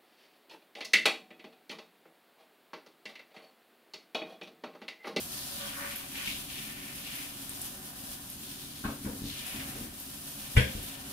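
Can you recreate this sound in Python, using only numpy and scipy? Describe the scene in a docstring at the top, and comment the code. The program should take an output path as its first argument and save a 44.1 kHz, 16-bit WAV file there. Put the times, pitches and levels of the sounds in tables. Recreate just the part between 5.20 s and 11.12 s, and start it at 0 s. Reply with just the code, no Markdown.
"""Spray from a handheld shower head rinses a dog, heard close up on a stereo microphone in a small stall.
Fine droplets hiss, and the jet splashes on the coat with a pitch that follows its angle.
Behind it, stray jets tap the walls and graze the glass, fat drops tick and run-off drums on the pan.
The hose thuds against the wall as the shower head is lifted; later a hard bump shakes the stall
and rattles the glass door in its frame."""
import sys
import numpy as np
from scipy import signal
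from scipy.fft import rfft, irfft, next_fast_len
from scipy.io import wavfile

SR = 44100
rng = np.random.default_rng(int(sys.argv[2]) if len(sys.argv) > 2 else 0)


def materialize(psi):
    """Save the field psi as 16-bit PCM at rate SR to the path in sys.argv[1].

    A 1-D psi becomes a single channel; in a 2-D psi each row is a channel.
    """
    bounded = np.clip(np.atleast_2d(psi).T, -1, 1)
    quanta = np.round(bounded * 32767).astype(np.int16)
    wavfile.write(sys.argv[1], SR, quanta)


N = 261292


def from_db(db):
    """Decibels to gain."""
    return 10 ** (np.asarray(db) / 20)


def rms_one(x):
    """Scale to rms 1."""
    return x / np.sqrt(np.mean(x ** 2) + 1e-20)


def level_curve(rows):
    """Gain at every sample, from rows of time_s, level_db."""
    time_s, level_db = np.transpose(rows)
    return from_db(np.interp(np.arange(N) / SR, time_s, level_db))


def drift(rate_hz):
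    """Slow random wander with spread 1."""
    hop, settle = 40, 2000
    pole = np.exp(-2 * np.pi * rate_hz * hop / SR)
    noise = rng.standard_normal(N // hop + settle + 2)
    slow = signal.lfilter([1], [1, -2 * pole, pole * pole], noise)[settle:]
    return np.interp(np.arange(N) / hop, np.arange(len(slow)), rms_one(slow))


def colour(x, spectrum):
    """Shape a sound by rows of freq_hz, gain_db."""
    hz, gain_db = np.transpose(spectrum)
    size = next_fast_len(N)
    log_hz = np.log(np.arange(size // 2 + 1) * SR / size + 1)
    gain = from_db(np.interp(log_hz, np.log(hz), gain_db))
    return irfft(rfft(x, size) * gain, size)[..., :N]


def filtered(x, hz, kind):
    """Second-order Butterworth filter."""
    sos = signal.butter(2, np.clip(hz, 10, .47 * SR), kind, fs=SR, output="sos")
    return signal.sosfilt(sos, x + 1e-18)


def ring(force, hz, t60_s):
    """One mode: a unit click sets a decaying sine ringing."""
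    decay, step = from_db(-60 / (t60_s * SR)), 2 * np.pi * hz / SR
    return signal.lfilter([0, np.sin(step)], [1, -2 * decay * np.cos(step), decay ** 2], force + 1e-18)


def resonances(x, peaks):
    """What a set of narrow resonances gives back."""
    return sum(from_db(gain_db) * signal.lfilter(*signal.iirpeak(hz, hz / width_hz, fs=SR), x)
               for hz, width_hz, gain_db in peaks)


def add(track, start_s, sound):
    """Mix a short sound in at start_s."""
    at = int(start_s * SR)
    track[at:at + len(sound)] += sound[:N - at]


def burst(t60_s, band_hz=None, size=4096):
    """A contact: noise that dies at once, with energy 1."""
    noise = rng.standard_normal(size) * from_db(-60 * np.arange(size) / SR / t60_s)
    if band_hz:
        noise = filtered(noise, band_hz, "band")
    return noise / np.linalg.norm(noise)


def push(level_db, brightness_hz):
    """The force pulse of a blow: the softer the contact, the duller."""
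    return from_db(level_db) * filtered(signal.unit_impulse(SR // 10), brightness_hz, "low")


def swells(rows, attack_s, release_s, rest_db, arch_db=0):
    """Gain of a flow that rests low; in each event it rises, holds (ends arch_db down) and dies away."""
    t, power = np.arange(N) / SR, from_db(rest_db) ** 2
    for start_s, length_s, level_db, *_ in rows:
        age = t - start_s
        rise = np.clip(age / attack_s + .5, 0, 1)
        fall = np.exp(-np.maximum(age - length_s, 0) / release_s)
        arch = from_db(-arch_db * (2 * np.clip(age / length_s, 0, 1) - 1) ** 2)
        power = power + (from_db(level_db) * rise * arch * fall) ** 2
    return np.sqrt(power)


def stall(x, direct_db, low_t60_s=0.33, high_t60_s=0.26):
    """Direct sound plus dense reflections off hard, near walls, different in each channel."""
    t = np.arange(SR // 2) / SR
    walls = rng.standard_normal((2, len(t))) * (t > .002)
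    echo = filtered(walls, 5850, "low") * from_db(-60 * t / low_t60_s)
    echo += filtered(walls, 6750, "high") * from_db(-60 * t / high_t60_s)
    echo /= np.linalg.norm(echo, axis=1, keepdims=True)
    echo[[0, 1], [0, 7]] += from_db(direct_db)  # reaches the right channel 7 samples later
    return signal.fftconvolve(x[None], echo, axes=1)[:, :N] / np.sqrt(1 + from_db(direct_db) ** 2)


def impacts(per_s, spread_db):
    """Droplets land at random, most small and a few large."""
    sizes = from_db(spread_db * np.minimum(rng.exponential(1, N), 5))
    signs = rng.choice([-1, 1], N)
    return rms_one(sizes * signs * (rng.random(N) < per_s / SR))


def shower(per_s, spread_db, direct_db, fade_s=0.03):
    """Droplets tick all around the microphone, their echoes blurred into a wash that follows them."""
    ticks = np.array([impacts(per_s, spread_db) for channel in range(2)])
    decay = np.exp(-1 / (fade_s * SR))
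    echo_power = signal.lfilter([1 - decay], [1, -decay], np.mean(ticks ** 2, axis=0), zi=[1.])[0]
    wash = np.sqrt(echo_power) * rng.standard_normal((2, N))
    return rms_one(from_db(direct_db) * ticks + wash)


# spectrum of drops on the walls: freq_hz, gain_db
PATTER_SPECTRUM = [(300, -13), (460, -9.5), (565, -1.5), (630, -1.5), (760, 5), (880, -7), (970, -1),
                   (1150, -4), (1600, -1.5), (2200, -13.5), (5000, -37)]
# wall resonances, excited by patter and splash: pitch_hz, width_hz, gain_db
WALL_PEAKS = [(564, 14, 4), (982, 13, -2), (1797, 13, 9), (2385, 20, 0), (2920, 15, -7), (3140, 31, -19),
              (3520, 23, -4)]
# rise and fall of the patter: time_s, level_db
PATTER_LEVEL = [(0, -56.5), (.45, -51), (.9, -58), (2.85, -54.5), (3.2, -60), (4.14, -58.5), (4.3, -51.5),
                (4.52, -51), (4.75, -58.5), (5.92, -53)]
def wall_patter():
    """In the background, stray jets tap the thin wall panels."""
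    taps = colour(shower(per_s=1200, spread_db=3.0, direct_db=-0.5), PATTER_SPECTRUM)
    return level_curve(PATTER_LEVEL) * rms_one(taps + resonances(taps, WALL_PEAKS))


# resonances of the glass panel: pitch_hz, width_hz, gain_db
GLASS_PEAKS = [(566, 7, 1), (968, 53, -16), (1137, 90, -10), (1467, 55, -7.5)]
# the jet grazes the glass: start_s, length_s, level_db
GRAZES = [(.39, 0.078, -46.5), (.57, .11, -45.5), (.78, .05, -54), (.98, .06, -51.5)]
def glass_hum():
    """Where the jet misses the dog and grazes the glass, the panel hums."""
    drops = shower(per_s=800, spread_db=3.0, direct_db=1.5)
    hum = rms_one(filtered(resonances(drops, GLASS_PEAKS), [450, 2200], "band"))
    return swells(GRAZES, attack_s=0.035, release_s=0.063, rest_db=-73.5) * hum


# spectrum of water on the moulded pan: freq_hz, gain_db
PAN_SPECTRUM = [(20, 0), (36, -8), (54, -6), (90, -4), (130, -2.5), (185, -2.5), (240, -1), (290, 0.5),
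                (325, -10.5), (380, -7.5), (440, -19), (900, -25)]
# resonances of the pan: pitch_hz, width_hz, gain_db
PAN_PEAKS = [(39.3, 8, 4.5), (69.3, 9.6, 3), (126.7, 11, -1.5), (142.4, 14, -0.5), (210, 11, 4.5),
             (240, 5.2, -10), (271.8, 11.2, 1), (368, 12.6, -2)]
# heavier gushes off the dog's back: start_s, length_s, level_db
GUSHES = [(3.7, 0.3, -50), (4.36, 0.25, -46), (5.42, 0.089, -47), (5.8, 0.097, -50.5)]
def pan_drumming():
    """Run-off drums steadily on the hollow pan underfoot; the deep part reaches both channels alike."""
    drops = colour(shower(per_s=2500, spread_db=2.5, direct_db=3.5), PAN_SPECTRUM)
    mid, side = drops + resonances(drops, PAN_PEAKS)
    side = from_db(-8.5) * rms_one(filtered(side, 600, "high"))
    drumming = rms_one(mid) + np.array([side, -side])
    return swells(GUSHES, attack_s=0.027, release_s=0.1, rest_db=-50) * drumming


# single fat drops: start_s, level_db, pitch_hz
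DROPS = [(.759, -8, 12200), (1.074, -4.5, 2430), (1.954, -13, 11500), (2.294, -8, 9350),
         (2.416, -6.5, 9400), (3.1, -12, 11000), (4.265, -10, 9900), (4.8, -14.5, 12500),
         (5.63, -13, 11900)]
def fat_drops():
    """Large drops tick on a hard surface near the microphone."""
    ticks = np.zeros(N)
    for start_s, level_db, hz in DROPS:
        add(ticks, start_s, from_db(level_db - 0.5) * burst(t60_s=0.012, band_hz=[hz / 1.17, hz * 1.17]))
    return stall(ticks, direct_db=-2)


# blows on the stall: start_s, push_db, brightness_hz, slap_db, slap_pitch_hz
BLOWS = [(1.075, -39, 217, -33, 900), (3.6395, -38.5, 500, -8.5, 1210), (3.646, -43, 400, -14, 3240),
         (3.651, -28, 336, -10, 960), (3.686, -37.5, 250, -17, 740), (3.847, -35, 400, -18.5, 1640),
         (3.862, -30.5, 355, -13.5, 640), (3.925, -42.5, 297, -24, 600), (4.018, -33, 212, -29, 453),
         (4.04, -34, 223, -24, 398), (4.345, -37.5, 260, -33, 600), (4.55, -47, 260, -21, 600),
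         (4.61, -36, 262, -26, 503), (5.352, -22, 70, -32, 400), (5.367, -17, 109, -5, 467),
         (5.55, -26.5, 105, -20.5, 406)]
# modes of the stall's shell: pitch_hz, gain_db, t60_s
SHELL_MODES = [(39.2, -1.5, 0.32), (69.6, -6.5, 0.41), (92.7, -3.5, 0.37), (138.4, -2, 0.27),
               (209.3, -3, 0.46), (223.2, 4.5, 0.26), (250, -3.5, 0.49), (278, 2.5, 0.39),
               (307.6, -5.5, 0.54), (401, -10, 0.48), (617, -17, 0.33)]
def stall_thuds():
    """Each blow slaps the surface of the shell around the microphone and pushes it into its modes."""
    force, slaps = np.zeros(N), np.zeros(N)
    for start_s, push_db, brightness_hz, slap_db, slap_hz in BLOWS:
        add(force, start_s, push(push_db, brightness_hz))
        slap = burst(t60_s=0.031, band_hz=[slap_hz / 1.56, slap_hz * 1.26])
        add(slaps, start_s, from_db(slap_db) * slap)
    shell = sum(from_db(gain_db - 8) * ring(force, hz, t60_s) for hz, gain_db, t60_s in SHELL_MODES)
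    return shell + stall(slaps, direct_db=-10)


# the dull, heavy bump on the door: start_s, level_db, brightness_hz
BUMP = (5.369, -6, 107)
# the door chatters in its frame: start_s, level_db
RATTLE = [(5.361, -41), (5.3665, -24), (5.371, -23.5), (5.377, -31), (5.39, -38), (5.407, -34),
          (5.443, -41)]
# spectrum of glass striking the frame: freq_hz, gain_db
CRACK_SPECTRUM = [(900, -14.5), (1350, -12.5), (1600, 1.5), (2400, -2.5), (3300, 2), (3900, -12),
                  (6000, -7.5), (10000, -13), (15000, -34)]
# modes of the door: pitch_hz, gain_db, t60_s
DOOR_MODES = [(73.4, -11, 0.39), (124.2, 9, 0.17), (196, -10.5, 0.38), (409, -4, 0.28), (493, 0.5, 0.29),
              (530, -2, 0.54), (595, -13, 0.69), (1026, -9, 0.31), (1528, 1, 0.11), (1660, -17, 0.21),
              (1920, -16, 0.16), (1950, -1, 0.13), (2000, -0.5, 0.089), (2260, -12, 0.12), (2347, 5, 0.14),
              (2470, -16, 0.2), (2720, -11, 0.22), (2840, -4, 0.1), (2810, 0, 0.089), (3600, -10, 0.12),
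              (3400, -20, 0.16), (3575, -16, .22)]
def door_rattle():
    """The bump flexes the glass door, which cracks against its metal frame a few times and rings."""
    force, contacts = np.zeros(N), np.zeros(N)
    bump_s, bump_db, brightness_hz = BUMP
    add(force, bump_s, push(bump_db, brightness_hz))
    for start_s, level_db in RATTLE:
        add(force, start_s, from_db([level_db]))
        add(contacts, start_s, from_db(level_db) * burst(t60_s=0.023))
    door = stall(from_db(36) * colour(contacts, CRACK_SPECTRUM), direct_db=-14)
    for k, (hz, gain_db, t60_s) in enumerate(DOOR_MODES):
        mode = from_db(gain_db - 9) * ring(force, hz, t60_s)
        # short waves reach the two channels up to a quarter cycle apart
        lag = (-1) ** k * int(SR / hz / 4 * min(1, (hz / 450) ** 2))
        door += np.array([mode, from_db(-1) * np.roll(mode, lag)])
    return door


# the jet sweeps over the coat: start_s, length_s, level_db, first_pitch_hz, last_pitch_hz
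SWEEPS = [(0.1, 0.26, -45, 4900, 4220), (.37, 0.16, -43.5, 3580, 2850), (0.576, .18, -42, 1510, 2720),
          (0.93, 0.11, -40.5, 2700, 2620), (1.04, 0.05, -40, 2900, 3340), (1.284, 0.2, -43, 3130, 2550),
          (1.488, 0.3, -48.5, 2450, 2480), (1.826, .18, -42.5, 3140, 2380), (2.19, 0.22, -55.5, 3300, 3100),
          (3.217, 0.36, -50.5, 3750, 3600), (4.038, 0.19, -43.5, 3930, 2980), (4.238, .2, -44, 2850, 2370),
          (5.188, 0.63, -49.5, 3100, 3030)]
def coat_splash(width_octaves=0.31, skirt=0.74, flutter_db=1.0):
    """The jet on wet fur, close by: coarse, uneven drops, strongest in a band that glides with the aim."""
    drops = shower(per_s=1300, spread_db=3.3, direct_db=-1)
    hz, time_s, spectra = signal.stft(drops, SR, nperseg=512)
    widths_away = np.log2((hz[:, None] + 1) / splash_pitch(time_s)) / width_octaves
    band = (1 + widths_away ** 2 / 2) ** -skirt
    wet = signal.istft(spectra * band / np.linalg.norm(band, axis=0), SR)[1][:, :N]
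    wet = (wet + resonances(wet, WALL_PEAKS)) * from_db(flutter_db * drift(rate_hz=19))
    return swells(SWEEPS, attack_s=0.094, release_s=0.15, rest_db=-64, arch_db=2) * rms_one(wet)


def splash_pitch(time_s):
    """The pitch follows the jet's angle, gliding through each sweep and on to the start of the next."""
    corners = []
    for start_s, length_s, _, first_hz, last_hz in SWEEPS:
        corners += [(start_s, first_hz), (start_s + length_s, last_hz)]
    corner_s, hz = np.transpose(corners)
    return np.exp(np.interp(time_s, corner_s, np.log(hz)))


# spectrum of the fine mist: freq_hz, gain_db
MIST_SPECTRUM = [(400, -7.5), (1000, -5.5), (2000, -8), (3000, 0.5), (4000, -1.5), (5000, -1), (7000, -2.5),
                 (8200, -2), (9300, 3.5), (10700, 1), (12000, 1.5), (14000, -0.5), (15500, -3)]
# rise and fall of the mist: time_s, relative_level_db
MIST_LEVEL = [(0.0, -44), (0.1, -43.5), (0.93, -50), (1.09, -42), (1.23, -47), (1.75, -48), (1.97, -46.0),
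              (2.14, -48), (2.46, -44.0), (2.61, -49), (2.94, -45.5), (2.99, -50), (3.48, -46),
              (3.55, -49.5), (3.74, -51), (4.37, -45.5), (4.76, -50.5), (4.81, -49), (4.93, -48),
              (5.52, -47), (5.74, -48), (5.92, -47.0)]
def spray_mist(gain_db=4.5, flutter_db=1.4):
    """Fine jets break into thousands of droplets: a bright, gritty hiss all around the microphone."""
    drops = shower(per_s=5000, spread_db=4.5, direct_db=-5.5)
    drops *= from_db(flutter_db * drift(rate_hz=7.6))
    return from_db(gain_db) * level_curve(MIST_LEVEL) * rms_one(colour(drops, MIST_SPECTRUM))


def scene():
    """Water and bumps from inside the stall, a little left of centre."""
    leftward = np.array([[1], [-1]])
    around = spray_mist() + fat_drops() + pan_drumming()
    ahead = coat_splash() + wall_patter() + glass_hum() + stall_thuds() + door_rattle()
    return around * from_db(0.34 * leftward) + ahead * from_db(0.93 * leftward)


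def record(dry):
    """The microphone drops the deepest rumble; the top is cut steeply."""
    low_cut_hz, high_cut_hz = 29, 15650
    top = signal.firwin(301, high_cut_hz, fs=SR)
    return signal.fftconvolve(filtered(dry, low_cut_hz, "high"), top[None], mode="same", axes=1)


dry = scene()
out = record(dry)
materialize(out)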